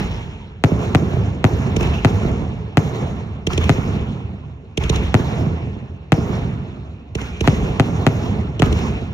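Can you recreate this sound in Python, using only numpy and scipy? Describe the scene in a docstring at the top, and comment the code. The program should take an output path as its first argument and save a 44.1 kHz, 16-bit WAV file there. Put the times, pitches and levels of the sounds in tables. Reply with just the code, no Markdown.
"""Sharp salute-shell cracks burst high over open ground at night; mortars nearby hiss, thump and ring.
Each blast is a pressure jump with a suction tail, heard direct and again off the ground and walls.
Far walls and trees answer as a rumble of band-filtered noise that dies away band by band.
Broad peaks and dips colour the whole stereo sound, all-pass filters smear each blast into a falling
chirp, and a limiter holds the peaks."""
import sys
import numpy as np
from scipy import signal
from scipy.io import wavfile
from scipy.ndimage import uniform_filter1d, minimum_filter1d

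SR = 44100
rng = np.random.default_rng(int(sys.argv[2]) if len(sys.argv) > 2 else 0)


def bounce(signal):
    """Save signal as a 16-bit WAV file at the path given by the first command-line argument."""
    frames = np.transpose(np.atleast_2d(signal))
    limited = np.clip(frames, -1, 1)
    pcm = np.round(limited * 32767).astype(np.int16)
    wavfile.write(sys.argv[1], SR, pcm)


N = 402633
STEP = 64        # samples between values of a slow control signal
RUN_IN = 4096    # samples that sound before the first moment
BLAST_S = 0.0028    # time constant of a shell's blast
GROUND_BASS_DB = -9.5    # long waves in the ground bounce, relative to the blast
# Shell bursts: (time [s], blast level [dB], ground bounce lag [ms], lag of the big wall's answer [ms])
SHELL_BURSTS = [(0.638, 13, 7.1, 80), (0.948, 11.5, 6.5, 74), (1.4415, 13.5, 7.7, 87),
                (2.047, 13.5, 7.3, 89), (2.771, 12, 6.7, 85), (3.6934, 11.5, 7.1, 88),
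                (5.1418, 13, 7.9, 54), (6.12, 12.5, 6.2, 60), (7.4749, 12.5, 7.1, 92), (7.797, 11, 7.3, 88),
                (8.0656, 12, 7.5, 85), (8.6202, 10.5, 6.8, 98)]
# Mortar launches: (time [s], gas jet level [dB], jet whistle [Hz], thump level before shared gains [dB],
# colour of the wall slap [Hz], wall slap level [dB])
MORTAR_LAUNCHES = [(-0.0615, -31, 2770, 1, 1130, -4), (1.763, -23.5, 2500, 0.5, 1070, -7),
                   (1.8066, -31, 2500, 0.5, 1080, -12), (3.4677, -21, 2820, 0.4, 1130, -3),
                   (3.5755, -24, 2880, 1, 1060, -5), (4.773, -23, 3020, -0.5, 894, -4),
                   (4.8944, -19.5, 3740, 2.3, 960, -3), (7.15, -27.5, 2900, -3.5, 1450, -3),
                   (7.4065, -25, 2730, 0, 950, 1), (8.594, -26, 2860, 1, 1100, 1),
                   (8.725, -30.5, 3200, -5, 1080, -6)]


def from_db(db):
    """A level is a logarithm of amplitude: 20 dB for each factor of ten."""
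    return 10 ** (np.asarray(db) / 20)


def at_hz(points, hz):
    """Spectral curves are interpolated on a logarithmic frequency axis."""
    log_hz, values = np.log(np.array(points)[:, 0]), np.array(points)[:, 1]
    return np.interp(np.log(hz), log_hz, values)


def drift(rate):
    """Low-passed noise wanders slowly: spread 1, corner at rate [Hz], one value every STEP samples."""
    r = np.exp(-2 * np.pi * rate * STEP / SR)
    white = rng.standard_normal(N // STEP + 1002)
    slow = signal.lfilter([1], [1, -2 * r, r * r], white)[1000:]
    return slow / slow.std()


def clicks(times, db):
    """An impulse is one sample at its moment, over a floor far below hearing."""
    out = np.full(N, 1e-18)
    samples = np.clip(np.round(np.asarray(times) * SR).astype(int), 0, N - 1)
    np.add.at(out, samples, from_db(db))
    return out


def dull(x, hz):
    """A first-order loss: one-pole low-pass."""
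    r = np.exp(-2 * np.pi * hz / SR)
    return signal.lfilter([1 - r], [1, -r], x)


def resonance(x, hz, width_hz):
    """A damped oscillator passes a band round its own frequency: two poles, gain 1 on top."""
    r, w = np.exp(-np.pi * width_hz / SR), 2 * np.pi * hz / SR
    return signal.lfilter([(1 - r * r) / 2, 0, (r * r - 1) / 2], [1, -2 * r * np.cos(w), r * r], x)


def blast(x, length_s):
    """A blast wave jumps, then sags into suction: (1 - t/T) exp(-t/T), here with inverted sign."""
    r = np.exp(-1 / (length_s * SR))
    return -signal.lfilter([1, -1], [1, -2 * r, r * r], x)


def onset_db(age, rise_s):
    """Echo build-up: silence before the blast, then a straight rise in amplitude."""
    return 20 * np.log10(np.clip(age / rise_s, 1e-9, 1))


def shifted(x, lag_s):
    """Travel time delays a wave, even by a fraction of a sample."""
    return np.interp(np.arange(N) - lag_s * SR, np.arange(N), x)


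def bursts():
    """Blast waves superpose: direct, near bounces, scattered spray and a duller ground bounce."""
    scatter_db, scatter_s, scatter_low_hz = -14, .006, 3500
    near_s, near_db, near_spread_db, near_low_hz = 0.0037, -20, 4, 450
    holder_s, holder_db = .00155, -8    # a second shock off whoever holds the microphones
    ground_db = [-3.5, -12]    # left, right
    ground_dull_hz, ground_bass_hz, ground_left_late_ms = 3800, 166, 0.23
    fence_s, fence_db, fence_dull_hz = .019, -15, 500    # something broad a few steps away
    blast_dull_hz = 2970
    s, level_db, lag_ms = np.transpose(SHELL_BURSTS)[:3]
    s = s + .0007    # the jump follows the first rise
    # Small things close by throw back a short spray of treble.
    fading = np.exp(-np.arange(round(0.084 * SR)) / SR / scatter_s)
    spray = signal.fftconvolve(clicks(s + 0.0017, level_db + scatter_db), fading)[:N]
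    chance = rng.standard_normal((len(s), 2))
    out = []
    for side in range(2):
        bounces = spray * rng.standard_normal(N) * (rng.random(N) < .15)
        for _ in range(2):    # bass removed twice
            bounces = bounces - dull(bounces, scatter_low_hz)
        # The near bounce has its own lag and level for every shell.
        bounce_s = s + near_s + 0.0007 * chance[:, 0]
        near = clicks(bounce_s, level_db + near_db + near_spread_db * chance[:, 1])
        near += clicks(s + holder_s, level_db + holder_db)
        direct = clicks(s, level_db) + bounces + near - dull(near, near_low_hz)
        ground_s = s + (lag_ms + ground_left_late_ms * (1 - side)) / 1000
        ground = dull(clicks(ground_s, level_db + ground_db[side]), ground_dull_hz)
        ground += dull(clicks(ground_s, level_db + GROUND_BASS_DB), ground_bass_hz)
        out.append(dull(blast(direct + ground, BLAST_S), blast_dull_hz))
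    out, lag = np.array(out), round(fence_s * SR)
    out[:, lag:] += from_db(fence_db) * dull(out[:, :-lag], fence_dull_hz)
    return out


def launches():
    """Gas leaks past the climbing shell, the muzzle thumps, the tube resonates and walls reflect."""
    rise_s, fall_s, peak_s = 0.0055, 0.0025, .001    # the hiss peaks just after the shell leaves
    jet_band_hz, jet_width_hz, jet_ring_db = [1700, 7440], 800, 6    # the gap whistles broadly
    top_hz, top_width_hz, top_db = 6000, 1150, 0.5    # and rings higher up
    thump_s, thump_dull_hz, thump_gain_db = 0.00048, 273, 11.5
    backflow_s, backflow_db = .0041, -5.4    # air rushes back: the same pulse upside down
    slap_s, slap_width_hz = .0325, 400    # the nearer wall returns part of the muzzle's jump
    fray_s, fray_db = .014, -6    # that wall is uneven: its slap frays
    far_wall_s, far_wall_db = .063, -8    # a farther wall returns the whole launch
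    # Air modes of the mortar tube: (frequency [Hz], width [Hz], level [dB])
    tube_modes = [(66.3, 5.9, 27), (449, 28.6, 10.5)]
    s, jet_db, jet_hz, thump_db, slap_hz, slap_db = np.transpose(MORTAR_LAUNCHES)
    exit_s = s + 0.0029 + RUN_IN / SR
    t = np.arange(round(0.025 * SR)) / SR
    swell = np.where(t < rise_s, t / rise_s, np.exp(-(t - rise_s) / fall_s))

    noise = rng.standard_normal(N) + 1.16 * rng.standard_normal((2, N))    # partly shared by the sides
    hiss = signal.sosfilt(signal.butter(2, jet_band_hz, "band", fs=SR, output="sos"), noise)
    hiss += from_db(top_db) * resonance(hiss, top_hz, top_width_hz)
    jet = np.zeros((2, N))
    starts = ((exit_s + peak_s - rise_s) * SR).astype(int)
    for start, level_db, hz in zip(starts, jet_db, jet_hz):
        span = slice(start, start + len(t))
        gas = hiss[:, span]
        whistling = gas + from_db(jet_ring_db) * resonance(gas, hz, jet_width_hz)
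        jet[:, span] = from_db(level_db) * swell * whistling

    shot = clicks(exit_s, thump_db)
    muzzle = blast(shot, thump_s)
    pushed = muzzle - blast(clicks(exit_s + backflow_s, thump_db + backflow_db), thump_s)
    # The muzzle points away, so its thump arrives dull.
    thump = from_db(thump_gain_db) * signal.lfilter(*signal.butter(2, thump_dull_hz, fs=SR), pushed)
    direct = jet + thump
    for hz, width_hz, level_db in tube_modes:
        direct += from_db(level_db) * resonance(thump, hz, width_hz)

    fraying = signal.fftconvolve(shot, np.exp(-t / fray_s))[:N]
    fraying = fraying * rng.standard_normal((2, N)) * (rng.random((2, N)) < .03)
    frayed = muzzle + from_db(fray_db) * blast(fraying, thump_s)
    out = direct.copy()
    lag, length = round(slap_s * SR), len(t) + 300
    for start, hz, level_db in zip((exit_s * SR).astype(int), slap_hz, slap_db):
        slap = resonance(frayed[:, start:start + length], hz, 2 * slap_width_hz)
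        slap = resonance(slap, hz, slap_width_hz)
        out[:, start + lag:start + lag + length] += from_db(level_db) * slap
    lag = round(far_wall_s * SR)
    out[:, lag:] += from_db(far_wall_db) * direct[:, :-lag]
    return np.pad(out[:, RUN_IN:], [(0, 0), (0, RUN_IN)])


def echoes():
    """Specular reflection off large walls returns whole blasts; uneven surfaces dull and fray them."""
    wall_gain_db, wall_spread_db = -13, 5    # one big wall answers every burst
    fray_s, fray_db, echo_dull_hz = 0.0068, -17, 473
    # Single echoes, loud and faint, within the rumble: (time [s], level [dB])
    single_echoes = [(0.053, -11), (0.182, -17), (0.241, -15), (0.794, -1.5), (1.134, 0.5), (1.169, 1),
                     (1.256, -20.5), (1.673, 2.5), (1.745, -2), (2.251, 1), (2.293, -4.5), (2.421, -1),
                     (3.034, -9), (3.16, -19), (3.879, -3), (3.941, -6), (4.104, -33), (4.291, -15),
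                     (4.339, -11.5), (5.32, 0), (5.414, -2.5), (5.464, 3), (5.513, -1), (5.672, -6),
                     (5.764, -7.5), (5.825, -13), (6.21, -6), (6.294, 1.5), (6.378, -8), (6.473, -14),
                     (6.525, -11), (6.728, -11.5), (6.775, -11), (7.626, 1.5), (8.236, -6.5), (8.355, -11),
                     (8.667, 0.5), (8.875, -11), (8.954, -5.5), (9.021, -12)]
    burst_s, burst_db, lag_ms, wall_ms = np.transpose(SHELL_BURSTS)
    wall_s = burst_s + wall_ms / 1000
    wall_db = burst_db + wall_gain_db + wall_spread_db * rng.standard_normal(len(SHELL_BURSTS))
    wall = clicks(wall_s, wall_db)
    wall += clicks(wall_s + lag_ms / 1000, wall_db + GROUND_BASS_DB)    # the ground bounce returns too
    fronts = wall + clicks(*np.transpose(single_echoes))
    fading = np.exp(-np.arange(round(.05 * SR)) / SR / fray_s)
    fraying = signal.fftconvolve(fronts, fading)[:N]
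    fraying = fraying * rng.standard_normal((2, N)) * (rng.random((2, N)) < .03)
    returned = blast(fronts + from_db(fray_db) * fraying, BLAST_S)
    return dull(dull(returned, echo_dull_hz), echo_dull_hz)


def whooshes():
    """Narrow-band noise: hiss through two equal resonances, quick to rise and slow to fade."""
    # Hiss that hangs in the air after launches, perhaps the climbing shells:
    # (start [s], length [s], centre [Hz], width of each resonance [Hz], level [dB])
    hisses = [(0.036, 0.59, 920, 130, -43), (1.818, 0.055, 2570, 301, -38), (1.932, 0.045, 2740, 500, -41),
              (1.977, 0.099, 2720, 600, -46), (4.843, 0.035, 2520, 505, -41),
              (4.925, 0.088, 2740, 248, -45), (7.204, 0.034, 2090, 260, -43), (7.31, 0.13, 2400, 303, -50)]
    flicker_db = 2.5
    t, out, noise = np.arange(N) / SR, 0, rng.standard_normal((2, N))
    for start_s, length_s, hz, width_hz, level_db in hisses:
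        narrow = resonance(resonance(noise, hz, width_hz), hz, width_hz)
        # The end values hold outside the hiss as a faint residue.
        shape = np.interp((t - start_s) / length_s, [0, .1, .7, 1], [0.0013, 1, 0.46, 0.012])
        shape *= from_db(flicker_db * np.repeat(drift(10.0), STEP)[:N])
        out = out + from_db(level_db) * shape * narrow / narrow.std()
    return out


def rumble(patchy_db):
    """Diffuse reverberation: countless echoes add in power and decay exponentially in each band."""
    # Spectrum of the rumble: (frequency [Hz], level of the noise density [dB])
    spectrum = [(25, -48), (45, -18.5), (75, 2.5), (120, 2), (200, -1), (300, -12), (400, -7.5), (750, -16),
                (1050, -17), (1600, -31.5), (3000, -39.5), (4000, -38), (6000, -34.5), (7600, -50.5),
                (9300, -60), (11500, -38), (16000, -63)]
    # Reverberation time: (frequency [Hz], time to fall 60 dB [s])
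    decay_times = [(40, 2.08), (120, 1.846), (400, 1.453), (1500, 1.54), (2600, 1.65), (3600, 1.77),
                   (5000, 1.233), (12000, 0.87)]
    # Left-right correlation: (frequency [Hz], likeness, clipped to -1..1 after interpolation)
    likeness = [(60, 0.99), (150, 0.98), (380, 0.96), (700, 0.34), (1300, -0.26), (2400, 0.73),
                (6000, 0.93), (9000, 0.94), (12000, -1.6)]
    # Balance: (frequency [Hz], left over right [dB])
    balance = [(60, 0.5), (150, -4), (380, -1), (950, -6), (2380, 0.5), (5980, -1.5), (15000, -1.5)]
    # Launch rumble over the thump level, added to the spectrum: (frequency [Hz], level [dB])
    launch_colour = [(40, 17), (100, -3), (420, -2.5), (700, -3), (1400, 3), (2000, 4.5), (2800, 8),
                     (4500, 4), (12000, 1.5)]
    # How unevenly echoes arrive: (frequency [Hz], level per unit of shared drift [dB])
    lumpiness = [(60, -0.5), (300, -0.12), (1500, 0.45), (8000, 1)]
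    earlier_s, earlier_db = -1.1, 6    # a burst already rolling away
    burst_gain_db, onset_s = -12, 0.0066    # first echoes build up
    growth_db_s = 6.5    # ever more ground answers a burst high in the air
    trees_s, trees_spread_s, trees_db = 0.16, 0.032, 5.5    # far tree line and walls join in
    launch_gap_s, launch_onset_s = 0.012, 0.034    # open ground round the mortars
    gap_db = -11    # shrubs still scatter a little in the gap
    bass_late_cycles, bass_latest_s = 9, 0.064    # long waves need big, far reflectors
    night_db, night_dull_hz = -24, 5500    # far hum of the area, shaped by the spectrum, treble lost
    t = np.arange(N // STEP + 2) * STEP / SR
    far_rows = [(earlier_s, earlier_db)] + [row[:2] for row in SHELL_BURSTS]
    far_s, far_db = np.transpose(far_rows)[:, :, None]
    near_s, near_db = np.transpose([row[:4:3] for row in MORTAR_LAUNCHES])[:, :, None]
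    age = np.maximum(t - np.concatenate([far_s, near_s]), 0)
    lumps = drift(11.8) + 0.3 * drift(32.0)    # stronger echoes lift neighbouring bands together
    white = rng.standard_normal((2, 2, N + RUN_IN))
    edges = 22 * 2 ** np.arange(0, 9.6, 1 / 3)    # third octaves
    out = 0
    for k, (low, high) in enumerate(zip(edges, edges[1:])):
        hz = np.sqrt(low * high)
        since = t - far_s - min(bass_late_cycles / hz, bass_latest_s)
        far = far_db + burst_gain_db + onset_db(since, onset_s)
        far += growth_db_s * np.minimum(since, 1.2)
        far += trees_db * (1 + np.tanh((since - trees_s) / trees_spread_s)) / 2
        walls_db = onset_db(t - near_s - launch_gap_s, launch_onset_s)
        shrubs_db = gap_db + onset_db(t - near_s, onset_s)
        near = near_db + at_hz(launch_colour, hz) + np.maximum(walls_db, shrubs_db)
        dying_db = np.concatenate([far, near]) - 60 * age / at_hz(decay_times, hz)
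        night_power = from_db(night_db) ** 2 / (1 + (hz / night_dull_hz) ** 4)
        power = np.sum(from_db(dying_db) ** 2, axis=0) + night_power
        colour_db = at_hz(spectrum, hz) + at_hz(lumpiness, hz) * lumps + patchy_db * drift(15.0)
        gain = np.sqrt(power) * from_db(colour_db)
        # Neighbouring bands take turns with two independent noises.
        band = signal.butter(2, [low, high], "band", fs=SR, output="sos")
        mid, side = signal.sosfilt(band, white[k % 2])[..., RUN_IN:]
        alike = np.clip(at_hz(likeness, hz), -1, 1)
        pair = np.sqrt(1 + alike) * mid + np.sqrt(1 - alike) * side * [[1], [-1]]
        pair *= from_db([[at_hz(balance, hz)], [0]])
        out = out + np.interp(np.arange(N) / STEP, np.arange(len(t)), gain) * pair
    return out


def scene():
    """Superposition at two ports: small arrival lags, with less bass on the left."""
    mic_low_hz, shadow_hz = 99, 1640    # below the shadow corner the left port is quieter
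    burst_left_db, ground_left_db = -1, -4.5    # from overhead both ports hear more alike
    right_lag_s = 0.00018    # the whole right side, rumble included
    # A lead brings bursts forward at the right port, most in the long waves.
    burst_lead_s, burst_bass_lead_s, burst_bass_hz = .00003, .0003, 1300
    low_cut = signal.butter(2, mic_low_hz, "high", fs=SR, output="sos")
    sources = np.array([bursts(), launches() + echoes() + whooshes()])
    shells, ground = signal.sosfilt(low_cut, sources)
    lost = (1 - from_db(burst_left_db)) * shells[0] + (1 - from_db(ground_left_db)) * ground[0]
    left = shells[0] + ground[0] - dull(lost, shadow_hz)
    bass = dull(shells[1], burst_bass_hz)
    right = shifted(shells[1] - bass, -burst_lead_s) + shifted(bass, -burst_bass_lead_s) + ground[1]
    left, right = np.array([left, right]) + rumble(patchy_db=1.97)
    return np.array([left, shifted(right, right_lag_s)])


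def record(dry):
    """Resonant colour, all-pass dispersion that delays the bass, limiting, saturation and a top cut."""
    # Tone colour of the whole sound, broad peaks and dips: (frequency [Hz], width [Hz], level [dB])
    tone_colour = [(552, 180, -5), (714, 290, 1), (1025, 500, -2.5), (1340, 370, -1), (2590, 1010, 7.5),
                   (4787, 1380, -11.5), (9360, 1020, -13), (13300, 2700, -3), (14700, 3700, -13)]
    crossovers_hz, crossover_q = [143, 136, 352, 1440, 2870], 0.78
    limit_db, release_db_s, top, cutoff_hz = 2.5, 260, 1.05, 16400
    sos = []
    for hz, width_hz, level_db in tone_colour:
        a, c, g = np.pi * width_hz / SR, -2 * np.cos(2 * np.pi * hz / SR), from_db(level_db)
        sos.append(np.array([1 + a * g, c, 1 - a * g, 1 + a, c, 1 - a]) / (1 + a))
    for hz in crossovers_hz:    # summed crossover bands act as an all-pass
        w = 2 * np.pi * hz / SR
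        a, c = np.sin(w) / (2 * crossover_q), -2 * np.cos(w)
        sos.append(np.array([1 - a, c, 1 + a, 1 + a, c, 1 - a]) / (1 + a))
    # A mirrored run-in lets the filters settle.
    x = signal.sosfilt(sos, np.pad(dry, [(0, 0), (RUN_IN, 0)], "reflect"))[:, RUN_IN:]
    over_db = np.maximum(20 * np.log10(np.abs(x).max(axis=0) + 1e-9) - limit_db, 0)
    ramp = release_db_s * np.arange(N) / SR
    held_db = np.maximum.accumulate(over_db + ramp) - ramp    # instant attack, steady release
    held_db = -minimum_filter1d(-held_db, size=89)    # looks 1 ms ahead
    held_db = uniform_filter1d(held_db, size=89)
    rounded = top * np.tanh(x * from_db(-held_db) / top)    # the highest crests are flattened
    return signal.sosfilt(signal.cheby2(12, 70, cutoff_hz, fs=SR, output="sos"), rounded)


dry = scene()
out = record(dry)
bounce(out)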